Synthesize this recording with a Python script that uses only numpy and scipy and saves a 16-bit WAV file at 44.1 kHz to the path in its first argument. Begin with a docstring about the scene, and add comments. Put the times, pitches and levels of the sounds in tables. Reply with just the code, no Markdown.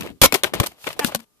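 """A stiff hat knocks and scrapes on a small handheld camera, right at its two microphone ports.
Each contact is three streams of random grains: thumps of the air at the ports, rattle of the
plastic case as ringing modes, and crackle. Cloth rubs as dense coloured grains, squeaks once as
stick-slip partials, and small parts ring after two blows. Close reflections follow the contacts;
hiss and two faint tones lie beneath. Loud peaks overload the recorder."""
import sys
import numpy as np
from scipy import signal
from scipy.fft import rfft, irfft
from scipy.io import wavfile
from scipy.ndimage import uniform_filter1d

SR = 44100
rng = np.random.default_rng(int(sys.argv[2]) if len(sys.argv) > 2 else 0)


def store_wav(level_fs):
    """Save 16-bit WAV to argv[1]."""
    pcm = np.round(np.clip(np.atleast_2d(level_fs), -1, 1) * 32767)
    wavfile.write(sys.argv[1], SR, pcm.T.astype(np.int16))


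N = 61739

# Hat contacts: start t/s, length t/s, thump level/dB, thump f/Hz, rattle level/dB, rattle focus f/Hz,
# rattle tilt/(dB per octave), crackle level/dB, thump left-right/dB, rattle and crackle left-right/dB
CONTACTS = [(0.008, 0.0059, -31, 211, -34.5, 450, 11, -31.0, -1, -0.5),
            (0.022, 0.0024, -35.5, 165, -32.5, 2750, 21, -43, -3, 18),
            (0.032, 0.0033, -33, 270, -51, 454, -2, -40, -22, 1),
            (0.036, 0.009, -38, 149, -39, 445, -12, -65, -9, -16),
            (0.05, 0.0034, -32.0, 388, -42, 567, -5, -57, -12, -2),
            (0.055, 0.0013, -31.5, 384, -45, 490, 1, -58, -17, 4),
            (0.062, 0.0016, -29.5, 386, -36.5, 450.0, -10, -42, 5, -2),
            (0.073, 0.0021, -38, 250.0, -35.5, 570.0, 6, -46, -4, 26),
            (0.089, 0.006, -37.5, 267, -46.0, 450.0, -3.0, -58, 20.0, -2),
            (0.101, 0.0033, -38, 220.0, -42, 450.0, -7, -50, 12.0, -5),
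            (0.2149, 0.01, -16, 65, -15, 460, -4, -8, 5.5, 0.0),
            (0.223, 0.014, -18, 247, -18, 2200, 4.0, -14, 1, 6),
            (0.2337, 0.026, -18, 280, -9.5, 530, -1, -8.5, -3, 0),
            (0.258, 0.0043, -24.5, 78.5, -18.0, 1260, 8, -9.5, -2, 13),
            (0.3232, 0.0022, -35.5, 408, -15, 1370, 0, -15.0, -11, 9.5),
            (0.3314, 0.00051, -20, 257, -24.5, 570.0, -4, -24, -1, 18),
            (0.3411, 0.0078, -33, 392, -16.0, 565, 3, -14.5, 30, 6.5),
            (0.3499, 0.0011, -20.5, 370, -15.5, 630.0, -2.0, -17, 7, 9.5),
            (0.354, 0.01, -28, 380.0, -25.5, 990, -3, -24.0, 20, 5),
            (0.4345, 0.0038, -25, 375, -17.0, 460, 1.5, -13, 3, 2),
            (0.442, 0.0019, -22, 366, -14, 1450.0, 7.5, -21.5, 19, 11),
            (0.448, 0.0043, -32.0, 373, -22.5, 770.0, -4, -32, 15, 5),
            (0.523, 0.0014, -35.5, 235, -49, 520.0, -4, -66, 4, 15),
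            (0.5355, 0.011, -28, 366, -22.0, 466, -0.5, -28, 11, 3),
            (0.549, 0.007, -30, 162, -32, 500.0, -1.0, -32, -9, 5),
            (0.559, 0.002, -28, 295, -34, 980.0, 5, -38, -8, 1),
            (0.5996, 0.0013, -16, 113.4, -12.5, 467, -3, -18.0, 9.5, 5.5),
            (0.601, 0.0043, -20.5, 126, -22.5, 500.0, -4.5, -21.5, 8.5, 1),
            (0.6094, 0.00087, -17.5, 223, -24.5, 500.0, -12.5, -28, 9, -2),
            (0.615, 0.0052, -29.5, 360.0, -29, 470.0, -7, -35, 19, 3),
            (0.631, 0.0128, -29.0, 382, -25.5, 576, 1.5, -30.5, 3, 3.0),
            (0.661, 0.012, -40.5, 345, -31.5, 1150, 3, -25.0, 1, -1.5),
            (0.716, 0.0059, -62, 318, -47, 600.0, 4, -52.5, -4, 1.5),
            (0.841, 0.0035, -46.0, 160.0, -35, 1130.0, 14, -41.5, -3, 3),
            (0.868, 0.0056, -30, 390, -24, 2700, 8, -35, 31, 11),
            (0.875, 0.0041, -30, 333, -23, 596, -1.0, -35.5, -2, 11),
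            (0.889, 0.002, -37.5, 140.0, -40, 700.0, -8, -32, 6, 4),
            (0.904, 0.0047, -43, 148, -31, 2860.0, 2.0, -46, 20, 13),
            (0.929, 0.0011, -49, 110.0, -36, 3000.0, 22, -36, 6.0, 12),
            (0.963, 0.015, -57, 380.0, -47, 700.0, -10, -56.0, 10, -10),
            (0.992, 0.0082, -34.5, 370, -18.5, 484, -1.5, -22.5, -11, -0.5),
            (1.046, 0.0024, -14.5, 238, -17.5, 2280, -1, -15, 27, 4),
            (1.061, 0.003, -35, 263, -38, 500.0, -7, -38, 13, 3),
            (1.074, 0.0061, -36, 222, -43, 553, -6, -37, 19, 1),
            (1.084, 0.012, -42, 352, -33, 630.0, -12, -47, 9, 1),
            (1.118, 0.0087, -52, 380.0, -33, 750, -4.0, -46, 10, 3.5),
            (1.1474, 0.0021, -36, 208, -19.5, 930, -5, -15.5, 9, 9.5),
            (1.15, 0.003, -31, 211, -23, 1100, -7.5, -28.5, 6, -5),
            (1.157, 0.0033, -34, 222, -43, 3000.0, 13, -25.5, 22, 4),
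            (1.191, 0.0041, -52.0, 256, -47.5, 1144, -3, -49, 15, 8.5),
            (1.199, 0.0077, -48, 244.7, -47, 1670.0, 4.0, -45.5, 16.0, 7)]
# Plastic case modes: f/Hz, relative level/dB, t60/s
CASE_MODES = [(435.7, -5.5, .017), (546, -2, 0.02054), (637.6, -4, 0.02), (778, 0, 0.019), (983, -3, 0.018),
              (1155, -0.5, 0.018), (1328, -4.5, 0.017), (1505, 1.5, .014), (1785, 2.5, .012),
              (2100, 2, .012), (2355, -2, .012), (2706, 3, .01), (3120, -7, 0.011)]
# Crackle and cloth fizz spectrum: f/Hz, level/dB
CRACKLE_SPECTRUM = [(1500, -17.5), (3000, -1), (4500, -1), (6500, -3.5), (9000, -3.5), (12000, -2),
                    (14000, -1), (14500, -14.5), (15300, -47)]
# Cloth sliding on the case: t/s, rumble level/dB, rustle level/dB, fizz level/dB, left-right/dB
RUB = [(0, -35, -40.5, -45, 22), (0.071, -46.5, -41, -50.5, 2), (.115, -41.5, -52, -65, 9),
       (0.138, -44.5, -69, -69, 13), (0.201, -68, -73, -72, -11), (.27, -42, -38, -48, 3),
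       (.32, -50, -51.5, -55.5, 20), (0.371, -44.5, -37.5, -36.5, 8), (0.431, -57, -55.5, -65, 5.5),
       (0.462, -37, -29.5, -34.5, 6.5), (.53, -62, -57, -71, 2), (.56, -35, -33.5, -48.5, 8),
       (.65, -48, -39, -42, 7), (.69, -47, -53, -49, 2), (0.759, -65, -60.5, -67.5, 3),
       (.83, -73.5, -56, -46, 1), (0.879, -63, -32, -40, -8), (0.941, -59, -49, -47, 5),
       (0.956, -57, -52, -65, 10), (1.0, -44, -49.5, -50.5, 0.5), (1.07, -40.5, -42, -26, 5.5),
       (1.11, -46.5, -39.5, -49.5, 6.5), (1.14, -49, -40.5, -50.5, -1), (1.17, -54, -64, -62, 12),
       (1.24, -65, -55.5, -59, 9), (1.26, -75, -81, -87, 11), (1.4, -74.5, -76.5, -73, -1.5)]
# Cloth rumble spectrum: f/Hz, level/dB
RUMBLE_SPECTRUM = [(25, -21), (60, -2), (150, -4), (300, -1), (450, -11), (900, -42)]
# Cloth rustle spectrum: f/Hz, level/dB
RUSTLE_SPECTRUM = [(200, -27.5), (450, -3.5), (900, -5.5), (1800, -11.5), (3000, -8), (4500, -16),
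                   (7000, -48.5)]
# Squeak course: t/s, slip rate f/Hz, level/dB
SQUEAK = [(1.004, 293, -40), (1.014, 293, -29.5), (1.022, 288, -28.5), (1.033, 290, -28), (1.043, 282, -27),
          (1.048, 281, -45)]
# Squeak partials: multiple of the slip rate, relative level/dB
SQUEAK_ORDERS = [(1, -8), (2, -13.5), (3, -3), (4, -11), (5, -15), (6, -6.5), (7, -17), (8, -14.5),
                 (9, -15.5), (10, -14), (11, -16.5)]
# Small metal part: f/Hz, level/dB, t60/s
METAL_RING = [(2210, -31, .2), (3350, -41, .12), (3795, -37, .14)]
# Case humming on after a late knock: f/Hz, level/dB, t60/s
CASE_RING = [(228, -30, .2)]
# Decay of reflections and case after-ring: f/Hz, t60/s
TAIL_DECAY = [(200, 0.04), (1000, 0.072), (4000, 0.074), (14000, 0.052)]
# Microphone noise spectrum: f/Hz, relative level/(dB per Hz)
HISS_SPECTRUM = [(18, -39), (30, -9.5), (59, -4.5), (164, -7), (347, -12.5), (427, -9.5), (485, -13),
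                 (1170, -13.5), (1670, -20.5), (14200, -16.5)]
# Faint steady tones: f/Hz, level/dB
HUMS = [(425, -79.5), (1200, -79)]

PUSHES_PER_S, TAPS_PER_S, SNAPS_PER_S = 130, 2500, 8700
GRAIN_DB, RUB_GRAIN_DB = 3.5, 4  # mean of the exponential spread of grain sizes
RUMBLE_GRAINS_PER_S, RUSTLE_GRAINS_PER_S, FIZZ_GRAINS_PER_S = 750, 3000, 15000
THUMP_SAME, CASE_SAME, CRACKLE_SAME = 0.3, 0.69, 0.14  # left-right likeness, 0 to 1
PORT_LAG_SAMPLES = 6  # shared grains reach the right port later

# a contact bites at once, eases over its length, lets go
RISE_S, SAG_DB, RELEASE_S = 0.0007, -4.5, 0.0012
CLUMP_DB = 3.5  # pressure stutter, about every millisecond
THUMP_CYCLES, THUMP_LONGEST_S = 7.4, 0.039  # cycles to -60 dB; low thumps leak away sooner
DETUNE, STRIKE_DB = 0.04, 1.5  # each contact lands elsewhere: modes shift and change strength
FOCUS_DB, FOCUS_OCTAVES = 6.0, 0.45  # modes near the focus pitch stand out
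CASE_CUT_HZ = 475  # the small case radiates little below

SQUEAK_WOBBLE, SQUEAK_ROUGH, SQUEAK_PAN_DB = 0.012, 0.33, 5
METAL_RING_S, CASE_RING_S, RING_PAN_DB = 0.258, 1.151, 3
TAIL_DB, HISS_DB = -11.5, -66.5
BASS_CUT_HZ, TREBLE_CUT_HZ, EDGE_HZ = 17, 14350, 15400
CEILING = 0.9


def amp(db):
    """Amplitude from dB."""
    return 10 ** (np.asarray(db, float) / 20)


def evened(x):
    """Scale to unit RMS."""
    return x / np.sqrt(np.mean(x ** 2) + 1e-20)


def smooth_noise(size, width):
    """Slow random wander of unit RMS; width in samples."""
    return evened(uniform_filter1d(rng.standard_normal(size), size=width))


def read(points, hz):
    """Interpolate a table over log frequency."""
    f, value = np.transpose(points)
    return np.interp(np.log(hz + 1), np.log(f + 1), value)


def sides(pan_db):
    """Left and right gains of constant power."""
    gains = amp(np.array([pan_db / 2, -pan_db / 2]))
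    return gains / np.sqrt((gains ** 2).mean(0))


def highpass(x, order, hz):
    """Butterworth high-pass."""
    return signal.sosfilt(signal.butter(order, hz, "high", fs=SR, output="sos"), x)


def colour(spectrum):
    """Short minimum-phase filter with the given spectrum."""
    log_gain = np.log(amp(read(spectrum, abs(np.fft.fftfreq(4096, 1 / SR)))))
    response = np.exp(np.conj(signal.hilbert(log_gain)))
    return np.fft.ifft(response).real[:1024]


def ringing(modes):
    """Sum of exponentially dying sines, cut at 4096 samples."""
    t = np.arange(4096) / SR
    return sum(amp(db - 60 * t / t60) * np.sin(2 * np.pi * hz * t) for hz, db, t60 in modes)


def grains(size, per_s, spread_db, same):
    """Two partly shared trains of random clicks; the first sample always strikes."""
    hit = rng.random((3, size)) < per_s / SR
    hit[:, 0] = True
    sign = rng.choice([-1., 1.], (3, size))
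    strength = amp(spread_db * np.minimum(rng.exponential(1, (3, size)), 4))
    clicks = hit * sign * strength
    delayed = np.pad(clicks[2], (PORT_LAG_SAMPLES, 0))[:size]
    shared = np.array([clicks[2], delayed])
    return np.sqrt(same) * shared + np.sqrt(1 - same) * clicks[:2]


def hiss():
    """Microphone noise, spectrally shaped, with two faint tones."""
    t = np.arange(N) / SR
    spectrum = rfft(rng.standard_normal((2, N)))
    noise = irfft(spectrum * amp(read(HISS_SPECTRUM, np.fft.rfftfreq(N, 1 / SR))), N)
    hums = sum(amp(db) * np.sin(2 * np.pi * hz * t) for hz, db in HUMS)
    return amp(HISS_DB) * evened(noise) + hums


def tail(x):
    """Close reflections and case after-ring: convolution with noise dying band by band."""
    hz, t, bands = signal.stft(rng.standard_normal((2, SR // 4)), SR, nperseg=128)
    decay = amp(-60 * t / read(TAIL_DECAY, hz)[:, None])
    response = signal.istft(bands * decay, SR, nperseg=128)[1]
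    response = response / np.linalg.norm(response, axis=1, keepdims=True)
    return signal.fftconvolve(x, response, axes=1)[:, :N]


def rub():
    """Cloth fibres catch and slip: dense grains coloured as rumble, rustle and fizz."""
    s, rumble_db, rustle_db, fizz_db, pan_db = np.transpose(RUB)
    t, out = np.arange(N) / SR, 0
    for db, spectrum, per_s, same in (
            (rumble_db, RUMBLE_SPECTRUM, RUMBLE_GRAINS_PER_S, THUMP_SAME),
            (rustle_db, RUSTLE_SPECTRUM, RUSTLE_GRAINS_PER_S, CASE_SAME),
            (fizz_db, CRACKLE_SPECTRUM, FIZZ_GRAINS_PER_S, CRACKLE_SAME)):
        stream = grains(N, per_s, RUB_GRAIN_DB, same)
        layer = signal.fftconvolve(stream, colour(spectrum)[None], axes=1)[:, :N]
        out = out + amp(np.interp(t, s, db)) * evened(layer)
    return out * sides(np.interp(t, s, pan_db))


def squeak():
    """Brief stick-slip: wobbling harmonics, each fluttering on its own, the higher ones more."""
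    s, hz, db = np.transpose(SQUEAK)
    t = np.arange(N) / SR
    slip_hz = np.interp(t, s, hz) * (1 + SQUEAK_WOBBLE * smooth_noise(N, 200))
    turns = np.cumsum(slip_hz) / SR
    tone = 0
    for k, order_db in SQUEAK_ORDERS:
        flutter = evened(uniform_filter1d(smooth_noise(N, 100), size=100))
        level = amp(order_db) * (1 + SQUEAK_ROUGH * np.sqrt(k / 3) * flutter)
        tone = tone + level * np.sin(2 * np.pi * (k * turns + rng.random()))
    envelope = amp(np.interp(t, s, db, -120, -120))
    return evened(tone) * envelope * sides(SQUEAK_PAN_DB)[:, None]


def ring():
    """Free decay of small parts after two of the blows."""
    out = np.zeros(N)
    for s, modes in ((METAL_RING_S, METAL_RING), (CASE_RING_S, CASE_RING)):
        out[round(s * SR):][:4096] = ringing(modes)
    return out * sides(RING_PAN_DB)[:, None]


def contact_pressure(t, length_s):
    """Pressing force: sags over the contact, then releases, stuttering throughout."""
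    sag = amp(SAG_DB * np.minimum(t / length_s, 1))
    release = np.exp(-np.maximum(t - length_s, 0) / RELEASE_S)
    return sag * release * amp(CLUMP_DB * smooth_noise(len(t), 50))


def thump_response(hz):
    """Air pocket at the ports: one heavily damped mode."""
    t60_s = min(THUMP_CYCLES / hz, THUMP_LONGEST_S)
    return highpass(ringing([(hz, 0, t60_s)]), 2, 0.42 * hz)


def rattle_response(focus_hz, bright_db):
    """Case modes, weighted and detuned by where the blow lands."""
    modes = []
    for hz, db, t60 in CASE_MODES:
        tilt_db = bright_db * np.log2(hz / 1100)
        focus_db = FOCUS_DB * np.exp(-(np.log2(hz / focus_hz) / FOCUS_OCTAVES) ** 2)
        level_db = db + tilt_db + focus_db + STRIKE_DB * rng.standard_normal()
        modes.append((hz * (1 + DETUNE * rng.standard_normal()), level_db, t60))
    return highpass(ringing(modes), 3, CASE_CUT_HZ)


def contacts():
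    """Hat blows: pressed grains excite the air pocket, the case and the crackle."""
    out, crackle, t = np.zeros((2, N + 8192)), colour(CRACKLE_SPECTRUM), np.arange(2048) / SR
    tap_rise = np.minimum(0.1 + t / RISE_S, 1)
    snap_rise = np.minimum(0.14 + t / RISE_S, 1)
    for (s, length_s, thump_db, thump_hz, case_db, focus_hz, bright_db, crackle_db,
         low_pan_db, high_pan_db) in CONTACTS:
        press = contact_pressure(t, length_s)
        thump = thump_response(thump_hz)
        rattle = rattle_response(focus_hz, bright_db)
        for per_s, same, db, pan_db, response, lag_s, rise in (
                (PUSHES_PER_S, THUMP_SAME, thump_db, low_pan_db, thump, 0.004, 1),
                (TAPS_PER_S, CASE_SAME, case_db, high_pan_db, rattle, 0.001, tap_rise),
                (SNAPS_PER_S, CRACKLE_SAME, crackle_db, high_pan_db, crackle, 0, snap_rise)):
            force = grains(len(t), per_s, GRAIN_DB, same) * press * rise
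            part = signal.fftconvolve(force, response[None], axes=1)
            # unit RMS over the contact, plus the lag of the slower responses
            body = part[:, :round((length_s + lag_s) * SR)]
            part = part / np.sqrt((body ** 2).mean(1, keepdims=True) + 1e-20)
            out[:, round(s * SR):][:, :part.shape[1]] += amp(db) * sides(pan_db)[:, None] * part
    return out[:, :N]


def scene():
    """Contacts with their tail, over rub, squeak, rings and hiss."""
    hits = contacts()
    return hits + amp(TAIL_DB) * tail(hits) + rub() + squeak() + ring() + hiss()


def record(dry):
    """Microphones lose deep bass and top treble; each channel saturates firmly; then band limit."""
    thin = highpass(dry, 2, BASS_CUT_HZ)
    treble_cut = signal.firwin(127, TREBLE_CUT_HZ, window=("kaiser", 5), fs=SR)
    thin = signal.oaconvolve(thin, treble_cut[None], "same")
    clipped = thin / (1 + abs(thin / CEILING) ** 10) ** (1 / 10)
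    band_limit = signal.firwin(511, EDGE_HZ, window=("kaiser", 9), fs=SR)
    return signal.oaconvolve(clipped, band_limit[None], "same")


dry = scene()
out = record(dry)
store_wav(out)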